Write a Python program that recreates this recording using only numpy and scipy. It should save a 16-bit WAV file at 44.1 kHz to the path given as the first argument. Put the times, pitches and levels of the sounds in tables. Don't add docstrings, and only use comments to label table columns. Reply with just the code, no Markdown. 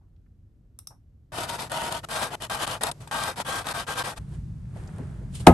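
import sys
import numpy as np
from scipy import signal
from scipy.fft import rfft, irfft
from scipy.io import wavfile
from scipy.ndimage import map_coordinates

SR = 44100
rng = np.random.default_rng(int(sys.argv[2]) if len(sys.argv) > 2 else 0)


def digitize_waveform(pressure):
    field = np.atleast_2d(pressure).T
    bounded = np.clip(field, -1, 1)
    quanta = np.round(bounded * 32767).astype(np.int16)
    wavfile.write(sys.argv[1], SR, quanta)


N = 243873
T = np.arange(N) / SR
HZ = np.maximum(np.arange(N // 2 + 1) * SR / N, 1)
PRINTER_ON_S, PRINTER_OFF_S = 1.32, 4.19


def undb(db):
    return 10 ** (np.asarray(db) / 20)


def unit(x):
    return x / np.sqrt(np.mean(x ** 2))


def colour(points):
    hz, db = np.transpose(points)
    return undb(np.interp(np.log(HZ), np.log(hz), db))


def resonance(hz, width_hz):
    return 1 / (1 + 1j * (HZ / hz - hz / HZ) * hz / width_hz)


def shape(x, response):
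    return irfft(rfft(x) * response, N)


def wander(count, size):
    knots = rng.standard_normal(count + 4)
    return map_coordinates(knots, [np.linspace(1, count + 1, size)], order=2)


def walk(rate):
    return wander(int(2 * rate * T[-1]), N)


def gate(start, end, edge=.0015):
    opening = np.clip((T - start) / edge + .5, 0, 1)
    closing = np.clip((end - T) / edge + .5, 0, 1)
    return opening * closing


def curve(rows):
    return np.interp(T, *np.transpose(rows))


def fade(start, t60, rise=0.00058):
    age = np.maximum(T - start, 0)
    return (1 - np.exp(-age / rise)) * np.exp(-np.log(1000) * age / t60)


# frequency in Hz, level of the side signal relative to the middle in dB.
STEREO_WIDTH = [(60, -19.5), (200, -15.5), (400, -6.5), (700, -11), (1200, -4), (2200, -1.5), (4000, -3.5),
                (7000, -5), (9000, -22.5), (10200, -34), (12000, -22)]


def texture(response, grain_db=0):
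    sizes = np.repeat(undb(grain_db * rng.exponential(size=N // 16 + 1)), 16)[:N]
    impacts = rng.standard_normal((2, N)) * sizes
    mid, side = shape(impacts, response)
    side = shape(side, colour(STEREO_WIDTH))
    return np.array([mid + side, mid - side]) / np.std(mid)


# start in seconds, end in seconds, swell in seconds, fall in seconds, rattle in dB,
# then hiss and gear whine relative to that rattle in dB (printer() trims rattle and hiss further).
PAPER_BURSTS = [ (1.32, 1.471, .07, 0.031, -32.5, -3.5, -16), (1.466, 1.583, 0.031, 0.027, -35.5, -4, -0.5),
                (1.579, 1.687, 0.014, 0.067, -34, -4, -5), (1.697, 1.901, 0.034, 0.0069, -32.5, -5, 0.5),
                (1.895, 2.007, 0.016, 0.032, -35.5, -3, 1.5), (2.304, 2.356, 0.049, 0.0026, -32, -4.5, -7),
                (2.809, 2.91, 0.0021, 0.018, -32, -6, -9), (3.359, 3.431, 0.038, 0.015, -33.5, -2, -3.5)]
CARRIAGE_BURSTS = [ (2.031, 2.053, 0.017, 0.0033, -37, -4, -9), (2.087, 2.305, 0.03, 0.051, -32.5, -4, 1),
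                   (2.402, 2.475, 0.044, 0.034, -35, -1, -10),
                   (2.498, 2.608, 0.0033, 0.065, -31.5, -3, 0.5),
                   (2.589, 2.661, 0.026, .014, -32, -3, -0.5), (2.664, 2.787, .008, 0.052, -32.5, -3, -3.5),
                   (3.003, 3.072, 0.0023, 0.063, -51, -2.5, -17), (3.073, 3.1, .002, 0.034, -43, -10, -8),
                   (3.111, 3.346, 0.0023, 0.059, -32, -4, 2.5), (3.448, 3.64, 0.034, .052, -32, -3.8, 3),
                   (3.643, 3.732, 0.047, 0.0078, -31.5, -5.5, -8), (3.736, 3.851, 0.015, 0.043, -34, -2, 2),
                   (3.866, 3.963, 0.021, 0.041, -32, -4.5, 4), (3.953, 4.032, 0.024, .009, -32.3, -3.5, 6),
                   (4.036, 4.145, .011, 0.059, -32.5, -4.5, -2.5),
                   (4.161, 4.191, 0.019, 0.01, -40, -3.5, -10.5)]
# frequency in Hz, level in dB per Hz.
FEED_COLOUR = [(110, -32), (180, -5), (398, -8), (696, 1), (851, -4), (930, -1.5), (1160, -5.5), (1610, -8),
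               (1800, -11), (2380, -18), (2600, -13.5), (3380, -54), (5720, -120)]
CARRIAGE_COLOUR = [(110, -18), (180, -19), (199, -5), (416, -9), (481, -0.5), (795, -1), (860, -2.5),
                   (1090, -0.5), (1180, 0), (1270, -4), (1470, -6), (1590, 0), (1780, -9), (2250, -13),
                   (2600, -12), (3380, -67), (5720, -120)]
HISS_COLOUR = [(1500, -15.5), (2200, -6.5), (2700, -2.5), (3250, 1), (4000, -3), (5000, -6), (6500, -7),
               (7600, -7.5), (8800, -3.5), (10000, -7), (11200, -8.5), (12200, -15), (12800, -27),
               (13600, -52)]
# centre in Hz, width in Hz, level in dB.
HOUSING_RESONANCES = [(362, 110, -4.5), (592, 32, -16), (631, 9.9, 3), (700, 29, -1), (814, 30, -1),
                      (924, 57, 1), (1090, 31, -3), (1360, 120, 2.5), (1730, 37, -14), (1840, 66, 0)]
# frequency in Hz, level relative to the feed whine in dB.
FEED_TONES = [(646, -13), (942, -6), (1287, -19), (1464, -14), (2019, -22), (2912, -31), (3542, -34.5)]
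# multiple of the cogging rate, level relative to the motor whine in dB.
COG_ORDERS = [(5, -16.5), (7, -13.5), (8, -14), (10, -10), (12, -31), (20, -21), (25, -24)]
COG_HZ = 158


def printer(rattle_db=-0.27, hiss_db=-1.5, ring_db=1, tooth_depth=0.045, judder_db=1.0):
    feed, paper_slide, rolling = burst_levels(PAPER_BURSTS)
    carriage, rail_slide, cruise = burst_levels(CARRIAGE_BURSTS)
    ring_powers = [abs(undb(db + ring_db) * resonance(hz, width_hz)) ** 2
                   for hz, width_hz, db in HOUSING_RESONANCES]
    housing = np.sqrt(1 + sum(ring_powers))

    cog_phase = 2 * np.pi * np.cumsum(COG_HZ * (1 + 0.027 * walk(12))) / SR
    cogs = unit(1 + tooth_depth * np.cos(cog_phase))
    teeth = travelling(housing, grain_db=2.0, ripple_db=3.0) * undb(judder_db * walk(30))
    feed_rattle = feed * unit(shape(teeth, colour(FEED_COLOUR)))
    carriage_rattle = carriage * unit(shape(teeth, colour(CARRIAGE_COLOUR)))
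    rattle = undb(rattle_db) * (feed_rattle + carriage_rattle)

    hiss_noise = travelling(colour(HISS_COLOUR), grain_db=1.8, ripple_db=3.0)
    hiss_noise = hiss_noise * undb(1.3 * walk(69.4))
    hiss = undb(hiss_db) * (paper_slide + rail_slide) * hiss_noise

    feed_whine = rolling * sum(undb(db) * tone(hz, drift=0.0085) for hz, db in FEED_TONES)
    motor_tones = sum(undb(db) * tone(order * COG_HZ, drift=0.00581) for order, db in COG_ORDERS)
    return cogs * (rattle + hiss) + feed_whine + cruise * motor_tones


def burst_levels(bursts, tail_db=-17, tail_t60=0.044, hiss_power=1.295, whine_power=1.9):
    rattle = hiss = whine = 0
    for start, end, swell_s, fall_s, db, rel_hiss_db, rel_whine_db in bursts:
        level = burst(start, end, swell_s, fall_s)
        rattle = rattle + undb(db) * (level + undb(tail_db) * fade(end, tail_t60))
        hiss = hiss + undb(db + rel_hiss_db) * level ** hiss_power
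        whine = whine + undb(db + rel_whine_db) * level ** whine_power
    return rattle, hiss, whine


def burst(start, end, swell_s, fall_s, start_level=.25, end_level=0.1):
    rising = start_level + (1 - start_level) * (T - start) / swell_s
    falling = end_level + (1 - end_level) * (end - T) / fall_s
    return gate(start, end) * np.clip(np.minimum(rising, falling), 0, 1)


def travelling(response, grain_db, ripple_db, count=3):
    places = []
    for _ in range(count):
        fine_peaks = undb(ripple_db * wander(len(HZ) // 400, len(HZ)))
        places.append(texture(response * fine_peaks, grain_db))
    nearness = np.exp(1.5 * np.array([walk(4) for _ in range(count)]))
    nearness = nearness / np.linalg.norm(nearness, axis=0)
    return sum(near * place for near, place in zip(nearness, places))


def tone(hz, drift):
    phase = 2 * np.pi * np.cumsum(hz * (1 + drift * walk(24.96))) / SR
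    spread = 0.56 * walk(4)
    return np.sqrt(2) * np.sin([phase + spread, phase - spread])


# start in seconds, tick in dB, knock relative to the tick in dB.
LATCH_SNAPS = [(1.383, -34.5, 8), (1.717, -24.5, -1.5), (1.923, -22.5, -4.5), (2.087, -35, 0),
               (2.421, -26.5, -4), (2.497, -32, 2), (2.676, -24.5, -3), (2.809, -39, 6), (2.834, -14, -9),
               (2.841, -39, 14), (2.868, -23.5, -3), (2.914, -23, -11), (3.075, -38.5, -12),
               (3.111, -45, -11), (3.235, -21.5, -15), (3.401, -33, 10), (3.668, -25.5, -3)]
# frequency in Hz, level in dB per Hz.
TICK_COLOUR = [(1200, -15.5), (2400, -8.5), (3600, 7.5), (6000, -4.5), (9000, 7.5), (11500, -1),
               (13500, -44)]


def latches(tick_t60=0.019, knock_t60=0.039, soft_s=0.001):
    tick = knock = 0
    for s, db, knock_db in LATCH_SNAPS:
        tick = tick + undb(db) * fade(s, tick_t60, rise=soft_s)
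        knock = knock + undb(db + knock_db) * fade(s, knock_t60, rise=soft_s)
    return tick * texture(colour(TICK_COLOUR)) + knock * texture(colour(FEED_COLOUR))


# peak in seconds, half-width in seconds
# (where the swell is down to 37 %), hiss in dB, housing sound relative to the hiss in dB.
GUIDE_SCRAPES = [(1.497, .008, -34, -6), (2.166, .012, -33, -1), (2.231, .017, -32.5, 2.5),
                 (2.63, .016, -34, 1), (3.991, .013, -33, -3)]


def scrapes():
    hiss = body = 0
    for s, width_s, db, body_db in GUIDE_SCRAPES:
        swell = np.exp(-((T - s) / width_s) ** 2)
        hiss = hiss + undb(db) * swell
        body = body + undb(db + body_db) * swell
    hiss_noise = texture(colour(HISS_COLOUR), grain_db=1.8)
    body_noise = texture(colour(CARRIAGE_COLOUR), grain_db=1.5)
    return hiss * hiss_noise + body * body_noise


# start in seconds, level in dB.
SLAP_BLOWS = [(5.4656, -28), (5.4701, 4.5), (5.4812, -13)]
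# frequency in Hz, level in dB,
# time to fall by 60 dB in seconds.
TABLE_MODES = [(56.7, -14.5, 0.34), (85, -16, 0.56), (176, -12, 0.27), (246, -15, 0.37), (329, -9.5, 0.14),
               (367, -5.5, 0.094), (450, -16, .12), (594, -16, 0.14), (709, -12, 0.071), (801, -8, 0.073),
               (997, -29, 0.13), (1263, -20, 0.2), (1670, -24, 0.15), (2090, -31, 0.083), (2700, -29, 0.09)]
# frequency in Hz, level in dB per Hz.
SLAP_COLOUR = [(50, -14), (150, 5), (400, 3.5), (800, 7.5), (1300, -13.5), (2000, -16), (3000, -24.5),
               (5000, -34), (9000, -29.5), (12000, -32), (14000, -64)]


def slap(crack_db=1, crack_t60=0.027, tail_db=-13, tail_t60=0.19, bend_db=10, bend_t60=0.023,
         first_hz=1150, last_hz=170, glide_s=0.00237):
    out = 0
    crack = texture(colour(SLAP_COLOUR))
    for s, db in SLAP_BLOWS:
        age = np.maximum(T - s - np.array([[0], [.00012]]), 0)
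        glide = (first_hz - last_hz) * glide_s * (1 - np.exp(-age / glide_s))
        cycles = last_hz * age + glide
        bend = undb(bend_db) * fade(s, bend_t60) * np.sin(2 * np.pi * cycles)
        ring = sum(undb(mode_db) * fade(s, t60, rise=0.0061) * np.sin(2 * np.pi * hz * age)
                   for hz, mode_db, t60 in TABLE_MODES)
        air = crack * (undb(crack_db) * fade(s, crack_t60) + undb(tail_db) * fade(s, tail_t60))
        out = out + undb(db) * (bend + ring + air)
    return out


# frequency in Hz, level in dB per Hz.
CRACKLE_COLOUR = [(1800, -7), (3000, 1.5), (6000, -4.5), (9300, 2.5), (10500, -2), (11800, -14),
                  (13000, -34)]


def paper_edge(at_s=5.4672, edge_db=-17, edge_t60=0.051):
    return undb(edge_db) * fade(at_s, edge_t60, rise=0.00066) * texture(colour(CRACKLE_COLOUR))


# peak in seconds, rise in seconds,
# fall in seconds (both for a change to or from 37 %), swish in dB, crackle in dB.
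SHEET_FLEXES = [(4.2, 0.018, 0.066, -59, -69), (4.345, .035, 0.027, -53.5, -61.5),
                (4.771, 0.02, 0.081, -52.5, -62), (5.0, 0.21, 0.27, -51, -65.5),
                (5.355, 0.011, 0.027, -62, -42.5), (5.404, .005, 0.017, -49.5, -47.5),
                (5.462, 0.016, .01, -45.5, -67)]
# frequency in Hz, level in dB per Hz.
SWISH_COLOUR = [(180, -23), (300, -3.5), (400, -5), (523, -14), (635, -10), (1050, -15.5), (1700, -17.5),
                (3500, -37), (4550, -64), (7700, -120)]


def sheet():
    swish = crackle = 0
    for s, rise_s, fall_s, swish_db, crackle_db in SHEET_FLEXES:
        swell = np.exp(-np.maximum((s - T) / rise_s, (T - s) / fall_s))
        swish = swish + undb(swish_db) * swell
        crackle = crackle + undb(crackle_db) * swell
    air = swish * texture(colour(SWISH_COLOUR), grain_db=2.0)
    crisp = crackle * texture(colour(CRACKLE_COLOUR), grain_db=1.7)
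    return (T > PRINTER_OFF_S) * (air + crisp)


# start in seconds, level in dB, weight of the shell's middle ring in dB.
MOUSE_SNAPS = [(0.7887, -31.5, -5), (0.8711, -25, 5)]
# centre in Hz, width in Hz, level in dB.
MOUSE_SHELL = [(800, 280, -12), (1260, 200, -9.5), (2110, 160, -18), (2720, 200, -17), (3800, 600, -11.5),
               (9100, 2200, -2.5), (11300, 1300, -8)]
# frequency in Hz, level in dB per Hz.
MOUSE_COLOUR = [(200, -18), (700, 0), (12000, -1.5), (14000, -4)]


def mouse(snap_t60=0.012, room_db=-24, room_t60=0.18, ring_hz=5550, ring_width_hz=1100):
    shell = sum(undb(db) * abs(resonance(hz, width_hz)) ** 2 for hz, width_hz, db in MOUSE_SHELL)
    middle_ring = abs(resonance(ring_hz, ring_width_hz)) ** 4
    out = 0
    for s, db, ring_db in MOUSE_SNAPS:
        response = colour(MOUSE_COLOUR) * (shell + undb(ring_db) * middle_ring)
        envelope = fade(s, snap_t60, rise=0.0012) + undb(room_db) * fade(s, room_t60)
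        out = out + undb(db) * texture(response) * envelope
    return out


# start in seconds, level in dB, centre in Hz, time to fall by 60 dB in seconds.
SOFT_BUMPS = [(.01, -73.5, 900, 0.29), (.162, -72, 3500, 0.029), (.261, -70.5, 1580, 0.045),
              (0.906, -52, 860, 0.15), (4.761, -43, 595, 0.1), (4.874, -48.5, 5700, 0.029),
              (4.986, -39, 615, 0.095), (4.999, -33.5, 280, 0.18), (5.214, -46.5, 436, .13)]


def soft_bumps(breadth=0.84, soft_s=0.0015):
    out = 0
    for s, db, hz, t60 in SOFT_BUMPS:
        treble_cut = 1 + (HZ / (2 * hz)) ** 4
        response = resonance(hz, breadth * hz) ** 2 / treble_cut
        out = out + undb(db) * fade(s, t60, rise=soft_s) * texture(response)
    return out


# frequency in Hz, level in dB per Hz.
CABINET_COLOUR = [(22, -26), (45, -4), (70, -6.5), (110, -1.5), (148, -1.5), (200, -13), (300, -17),
                  (600, -20.5), (1500, -33), (3000, -38), (8000, -38), (12000, -43.5), (13500, -79)]


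def cabinet(idle_db=-49, driven_db=-44.5):
    bursts = sum(burst(*row[:4]) for row in PAPER_BURSTS + CARRIAGE_BURSTS)
    level = np.sqrt(undb(idle_db) ** 2 + undb(driven_db) ** 2 * bursts)
    return gate(PRINTER_ON_S, PRINTER_OFF_S) * level * texture(colour(CABINET_COLOUR))


# frequency in Hz, level in dB per Hz.
OFFICE_COLOUR = [(13, -56), (22, -26), (38, -6.5), (59, -7), (109, -8.5), (212, -23.5), (256, -23.5),
                 (285, -27.5), (436, -36), (473, -37.5), (1020, -53), (1300, -52), (2410, -59.5),
                 (12900, -67), (16800, -102), (22000, -120)]
WORKROOM_COLOUR = [(22, -30), (48, 0.5), (72, -0.5), (105, 1), (145, 1.5), (185, -5), (230, -16),
                   (310, -25), (500, -37.5), (1000, -44), (3000, -53), (9500, -55.5), (11000, -58),
                   (14000, -84)]
# time in seconds, level in dB before the lift in backgrounds().
WORKROOM_LEVELS = [(4.19, -38.5), (4.278, -39.5), (4.398, -37.5), (4.618, -40.5), (5.26, -38),
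                   (5.53, -37.5)]


def backgrounds(office_db=-54, workroom_lift_db=3):
    office = (T < PRINTER_ON_S) * undb(office_db) * texture(colour(OFFICE_COLOUR))
    workroom_level = undb(curve(WORKROOM_LEVELS) + workroom_lift_db)
    workroom_on = gate(PRINTER_OFF_S, 2 * T[-1], edge=0.0075)
    return office + workroom_on * workroom_level * texture(colour(WORKROOM_COLOUR))


# frequency in Hz, left minus right in dB.
PRINTER_LEAN = [(100, 0.5), (360, 2), (1160, 4), (2100, 2.5), (3800, 5.5), (7000, 3), (12000, -1.5)]


def scene(table_lean_db=1.0):
    lean = np.sqrt(colour(PRINTER_LEAN))
    machine = shape(printer() + latches() + scrapes(), np.array([lean, 1 / lean]))
    table_sides = undb(np.array([[1], [-1]]) * table_lean_db / 2)
    table = (slap() + paper_edge()) * table_sides
    return machine + table + mouse() + sheet() + soft_bumps() + cabinet() + backgrounds()


def record(dry, port_hz=10650, port_width_hz=1100, port_db=7.0, top_hz=15800):
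    ring = signal.lfilter(*signal.iirpeak(port_hz, port_hz / port_width_hz, fs=SR), dry)
    left, right = dry + (undb(port_db) - 1) * ring
    left = left - 2 * signal.lfilter(*signal.iirpeak(10200, 6, fs=SR), left)
    clipped = np.clip([left, right], -1, 1)
    treble_limit = signal.ellip(8, .2, 70, top_hz, fs=SR, output="sos")
    return signal.sosfilt(treble_limit, clipped)


dry = scene()
out = record(dry)
digitize_waveform(out)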